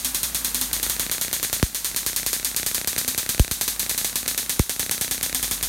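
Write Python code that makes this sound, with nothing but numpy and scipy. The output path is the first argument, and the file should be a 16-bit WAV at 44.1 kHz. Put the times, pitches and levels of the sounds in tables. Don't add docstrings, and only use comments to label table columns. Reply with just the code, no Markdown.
import sys
import numpy as np
from scipy import signal
from scipy.fft import rfft, irfft
from scipy.io import wavfile
from scipy.ndimage import uniform_filter1d, minimum_filter1d

SR = 44100
rng = np.random.default_rng(int(sys.argv[2]) if len(sys.argv) > 2 else 0)


def generate_wav(sig):
    pcm = np.round(np.clip(np.atleast_2d(sig).T, -1, 1) * 32767).astype(np.int16)
    wavfile.write(sys.argv[1], SR, pcm)


N = 250488


def from_db(db):
    return 10 ** (np.asarray(db) / 20)


def at_hz(points, hz):
    table_hz, values = np.transpose(points)
    return np.interp(np.log(np.maximum(hz, 1)), np.log(table_hz), values)


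def in_time(rows):
    return from_db(np.interp(np.arange(N) / SR, *np.transpose(rows)))


def clicks(seconds, heights):
    out = np.zeros(N)
    at = np.clip(np.round(np.asarray(seconds) * SR).astype(int), 0, N - 1)
    np.add.at(out, at, heights)
    return out


def fading(x, decay_s):
    return signal.lfilter([1], [1, -np.exp(-1 / (decay_s * SR))], x + 1e-18)


def swell(x, rise_s, decay_s):
    return fading(x, decay_s) - fading(x, 1 / (1 / rise_s + 1 / decay_s))


def causal_filter(spectrum, size=2048):
    hz = np.arange(size // 2 + 1) * SR / size
    cepstrum = irfft(np.log(from_db(at_hz(spectrum, hz))))
    cepstrum[1:size // 2] *= 2
    cepstrum[size // 2 + 1:] = 0
    response = irfft(np.exp(rfft(cepstrum)))
    return response / np.sqrt(np.sum(response ** 2))


def hum(hz, wander_hz, flutter_db):
    low_pass = signal.butter(2, 6, fs=SR, output="sos")
    slow = signal.sosfilt(low_pass, rng.standard_normal((2, N + SR)))[:, SR:]
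    wander, flutter = slow / np.std(slow)
    phase = 2 * np.pi * np.cumsum(hz + wander_hz * wander) / SR
    return np.sqrt(2) * from_db(flutter_db * flutter) * np.sin(phase)


# (time [s], level [dB])
LOW_HUM_LEVEL = [(0, -45), (0.9, -40.5), (1.3, -51), (2.3, -46), (3.1, -52), (3.7, -46), (4.4, -50),
                 (4.97, -54), (5.15, -48), (5.68, -38)]
# (time [s], level [dB])
UPPER_HUM_LEVEL = [(0, -44.5), (0.3, -61), (0.43, -46), (0.87, -54.5), (1.3, -63), (2.1, -58.5), (2.7, -59),
                   (3.25, -46.5), (3.4, -66), (3.65, -56.5), (4.0, -64), (4.4, -50), (4.7, -55),
                   (4.97, -51.5), (5.11, -49.5), (5.41, -47), (5.68, -55)]
LOW_HUM_HZ, UPPER_HUM_HZ = 51, 257
THROB_S, HUM_BETWEEN = 0.038, 0.47


def hums():
    spark_s = np.transpose(SPARK_EVENTS)[0]
    throb = HUM_BETWEEN + 2 * swell(clicks(spark_s, 0.87), 0.0026, THROB_S)
    low = in_time(LOW_HUM_LEVEL) * hum(LOW_HUM_HZ, wander_hz=3.67, flutter_db=0.5)
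    upper = in_time(UPPER_HUM_LEVEL) * throb * hum(UPPER_HUM_HZ, wander_hz=5.0, flutter_db=3.5)
    return low + upper


# (frequency [Hz], density [dB per Hz])
RUMBLE_COLOUR = [(30, -2), (60, -5), (200, 9), (340, 0), (550, -2), (1200, 1.5), (3000, -1.5), (8000, -5.5)]
# (time [s], level [dB])
RUMBLE_LEVEL = [(0, -38), (0.9, -36), (1.5, -40), (2.7, -40), (4.3, -39.5), (4.75, -41.5), (5.68, -38)]


def rumble():
    noise = signal.fftconvolve(rng.standard_normal(N), causal_filter(RUMBLE_COLOUR, size=8192))[:N]
    return in_time(RUMBLE_LEVEL) * noise


# (frequency [Hz], time to fall 60 dB [s])
WORKSHOP_DECAY = [(500, 0.22), (1500, 0.2), (4000, 0.23), (9000, 0.35), (15000, 0.36)]
ROOM_RISE_S = .0007


def room_response(size=16000):
    t, out, below = np.arange(size) / SR, 0, 0
    echoes = rng.standard_normal(size)
    lump_db = 4 * np.exp(-t / .03) * (np.minimum(rng.exponential(1, size), 3) - 1)
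    echoes = echoes * from_db(lump_db)
    for edge_hz in 300 * 2 ** np.arange(7):
        low_passed = signal.sosfilt(signal.butter(2, edge_hz, fs=SR, output="sos"), echoes)
        decay = from_db(-60 * t / at_hz(WORKSHOP_DECAY, edge_hz / np.sqrt(2)))
        out = out + (low_passed - below) * decay
        below = low_passed
    return out * (1 - np.exp(-t / ROOM_RISE_S))


# (time [s], kick in the wiring [dB], spike in the wiring [dB], wait until ticking resumes [mains cycles])
SPARK_EVENTS = [(0.047, -25, -18, 2), (0.1466, -20.5, -17, 2), (0.2317, -17.5, -20, 2),
                (0.347, -18.5, -17, 2), (0.4466, -19, -18, 2), (0.5458, -22.5, -12, 2),
                (0.6131, -20, -15, 6), (0.731, -20, -14, 2), (0.8298, -17, -13, 2), (0.8975, -20, -10, 4),
                (0.9962, -15, -10, 2), (1.1144, -25, -12, 2), (1.213, -21, -12.5, 2),
                (1.3297, -18, -7.5, 0), (1.429, -26, -7, 4), (1.5289, -10.5, -8, 0), (1.6283, -30, -12, 2),
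                (1.747, -31, -16, 2), (1.8461, -32, -14, 4), (1.9626, -34, -13, 4), (2.0635, -16, -9, 2),
                (2.1625, -26, -15, 2), (2.2635, -17, -7.5, 2), (2.3307, -36, -7, 2), (2.4471, -29, -17, 4),
                (2.5636, -25, -13, 2), (2.6634, -17, -9.5, 3), (2.7462, -28, -13, 2),
                (2.8742, -16, -10.5, 3), (2.9812, -17, -21, 0), (3.079, -15, -10, 0),
                (3.1783, -13.5, -10, 1), (3.2912, -14, -11, 3), (3.3958, -18, -5, 3), (3.5124, -3, -7, 4),
                (3.6117, -20, -6.5, 2), (3.6791, -30, -7.5, 3), (3.7954, -19.5, -25, 2),
                (3.8949, -31, -14, 1), (3.9785, -26, -16, 2), (4.0463, -29, -6.5, 3),
                (4.1571, -21, -9.5, 4), (4.279, -28, -9, 2), (4.3777, -30, -11.5, 1), (4.4952, -19, -15, 2),
                (4.5938, -25, -8, 2), (4.6949, -27, -5, 4), (4.7954, -12.5, -10, 2), (4.9121, -18, -13, 2),
                (5.0119, -12, -11, 2), (5.1115, -15, -13.5, 2), (5.2294, -15, -29, 2),
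                (5.3468, -19, -20, 3), (5.4285, -14, -20, 1), (5.512, -13, -12, 4), (5.6281, -15.5, -30, 2)]
# (frequency [Hz], density [dB per Hz])
SPARK_COLOUR = [(300, -20.5), (450, -11), (1300, -5.5), (1720, -1), (2200, -3), (2850, -3.5), (3500, 2.5),
                (4400, 1.85), (5050, -1), (6600, 4), (7500, 0.6), (9200, 4.5), (10500, -1), (11700, 3),
                (15500, -5), (15900, -10.5)]
# (delay [s], signed gain [ratio])
NEAR_BOUNCES = [(.00023, 0.18), (.00064, 0.086), (.0012, 0.33), (.0019, 0.12)]
CRACK_DB, CRACK_DB_PER_S = -12.5, 10
BOUNCE_SPREAD = 1
ROOM_DB = -21.5
EARLIER_SPARK_S = .053


def sparks(count=8):
    s = np.transpose(SPARK_EVENTS)[0]
    charge_s = np.diff(s, prepend=s[0] - .1)
    height = from_db(CRACK_DB + CRACK_DB_PER_S * (charge_s - .1))
    out = clicks(s, height)
    for lag, gain in NEAR_BOUNCES:
        spread = 1 + BOUNCE_SPREAD * rng.standard_normal(len(s))
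        out += clicks(s + lag, gain * height * spread)
    out = from_db(3.5) * signal.lfilter([1, -.6], [1], out)
    tail = room_response()[int(EARLIER_SPARK_S * SR):]
    out[:len(tail)] += from_db(ROOM_DB + CRACK_DB) * tail
    place = s * SR / N * (count - 1)
    for k in range(count):
        share = np.cos(np.pi / 2 * np.clip(place - k, -1, 1))
        out += from_db(ROOM_DB) * signal.fftconvolve(clicks(s, height * share), room_response())[:N]
    return from_db(14.0) * signal.fftconvolve(out, causal_filter(SPARK_COLOUR))[:N]


SPIKE_GAP_S, GAP_SPREAD = 0.001074, .3


def spark_pickup():
    s, kick_db, spike_db, _ = np.transpose(SPARK_EVENTS)
    gap = SPIKE_GAP_S * np.exp(GAP_SPREAD * rng.standard_normal(len(s)))
    kicks = swell(clicks(s + 0.00025, from_db(kick_db)), 0.0012, 0.0012)
    first = clicks(s + 0.00012, from_db(spike_db))
    second = clicks(s + 0.00018 + gap, 1.37 * from_db(spike_db))
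    return fading(first - second, .00005) - kicks


# (time [s], level [dB])
TICK_STRENGTH = [(0, -25), (0.62, -15), (0.78, -9), (1.45, -7), (1.62, -11), (1.8, -22), (1.95, -12),
                 (2.5, -8.5), (2.97, -4.5), (3.12, -10), (3.46, -3.5), (3.62, -24), (3.9, -7.5),
                 (4.12, -15), (4.25, -7), (4.65, -14.5), (4.85, -7.5), (5.33, -6.5), (5.68, -17.5)]
# (time [s], level [dB])
STRAY_TICKS = [(1.4477, -5), (1.8634, -17), (3.5133, -5), (3.6835, -25), (4.258, -16), (4.0488, -20),
               (5.3, -15), (3.631, -13), (4.7125, -12), (5.5298, -17)]
MAINS_HZ, TICK_PHASE, SPARK_PHASE = 60.03, .935, .8
EARLY_AFTER_SPARK_S, EARLIER_PER_CYCLE_S = 0.0013, .0007
TICK_SPREAD_DB = 2.0


def tick_pattern():
    s, *_, wait = np.transpose(SPARK_EVENTS)
    cycle = np.round(s * MAINS_HZ - SPARK_PHASE)
    ends = np.append(cycle[1:], N / SR * MAINS_HZ - 1)
    runs = []
    for c, w, end in zip(cycle, np.round(wait), ends):
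        runs += [(c, k) for k in np.arange(w, end - c, 2)]
    start, since = np.transpose(runs)
    early = EARLY_AFTER_SPARK_S * (since < 2) + EARLIER_PER_CYCLE_S * np.maximum(since - 4, 0)
    at = (start + since + TICK_PHASE) / MAINS_HZ - early
    db = np.interp(at, *np.transpose(TICK_STRENGTH)) + TICK_SPREAD_DB * rng.standard_normal(len(at))
    return np.hstack([[at, db], np.transpose(STRAY_TICKS)])


def ticking():
    s, tick_db = tick_pattern()
    second = .71 * from_db(tick_db + rng.normal(0, 1.5, len(s)))
    spikes = clicks(s, from_db(tick_db)) + clicks(s + 21 / SR, second)
    softened = signal.sosfilt(signal.butter(1, 6500, fs=SR, output="sos"), spikes)
    return from_db(7.5) * softened + from_db(-28.5) * fading(spikes, 0.0001)


# (time [s], level [dB], polarity [sign], rise [s], decay [s], lead of opening spike [s], spike level [dB])
SURGE_EVENTS = [(1.6287, 22.5, -1, 0.0044, 0.0012, 0.00064, 12),
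                (3.3972, 23.5, 1, 0.0069, 0.0032, 0.00095, 3.5),
                (4.5964, 11.5, -1, 0.0007, 0.0015, 0.000984, 2.5)]
SURGE_SPIKE_S = .00007


def surges():
    out = np.zeros(N)
    for at, surge_db, polarity, rise_s, decay_s, lead_s, opening_db in SURGE_EVENTS:
        out += fading(clicks([at - lead_s], from_db(opening_db)), SURGE_SPIKE_S)
        out += swell(clicks([at], np.sign(polarity) * from_db(surge_db)), rise_s, decay_s)
    return out


def scene():
    air = sparks()
    pickup = ticking() + spark_pickup() + surges()
    background = rumble() + hums()
    return (air + pickup + background)[None]


def gain_control(x, ceiling_db, share, release_db_per_s, window_s, sense_hz):
    size = int(window_s * SR)
    sensed = signal.sosfilt(signal.butter(1, sense_hz, "high", fs=SR, output="sos"), x)
    level_db = 10 * np.log10(uniform_filter1d(sensed ** 2, size) + 1e-12)
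    ahead_db = -minimum_filter1d(-level_db, size // 4)
    ramp = release_db_per_s * np.arange(N) / SR
    held_db = np.maximum.accumulate(share * (ahead_db - ceiling_db) + ramp) - ramp
    cut_db = np.maximum(held_db, 0)
    return x * from_db(-uniform_filter1d(cut_db, size // 4))


SMEAR_CORNERS = [66, 202, 885, 6090]
LOW_CUT_HZ, LOW_CUT_BUMP_DB = 54, 1
RELEASE_DB_PER_S = 18
OVERLOAD = 0.75
CUTOFF_HZ = 16900


def record(dry):
    x = dry[0]
    for hz in SMEAR_CORNERS:
        a = (np.tan(np.pi * hz / SR) - 1) / (np.tan(np.pi * hz / SR) + 1)
        x = signal.lfilter([a, 1], [1, a], x)
    x = signal.sosfilt(signal.cheby1(2, LOW_CUT_BUMP_DB, LOW_CUT_HZ, "high", fs=SR, output="sos"), x)
    x = gain_control(x, ceiling_db=-14.5, share=0.57, release_db_per_s=RELEASE_DB_PER_S,
                     window_s=0.0041, sense_hz=121)
    x = OVERLOAD * np.tanh(x / OVERLOAD)
    return signal.sosfilt(signal.cheby2(12, 60, CUTOFF_HZ, fs=SR, output="sos"), x)[None]


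dry = scene()
out = record(dry)
generate_wav(out)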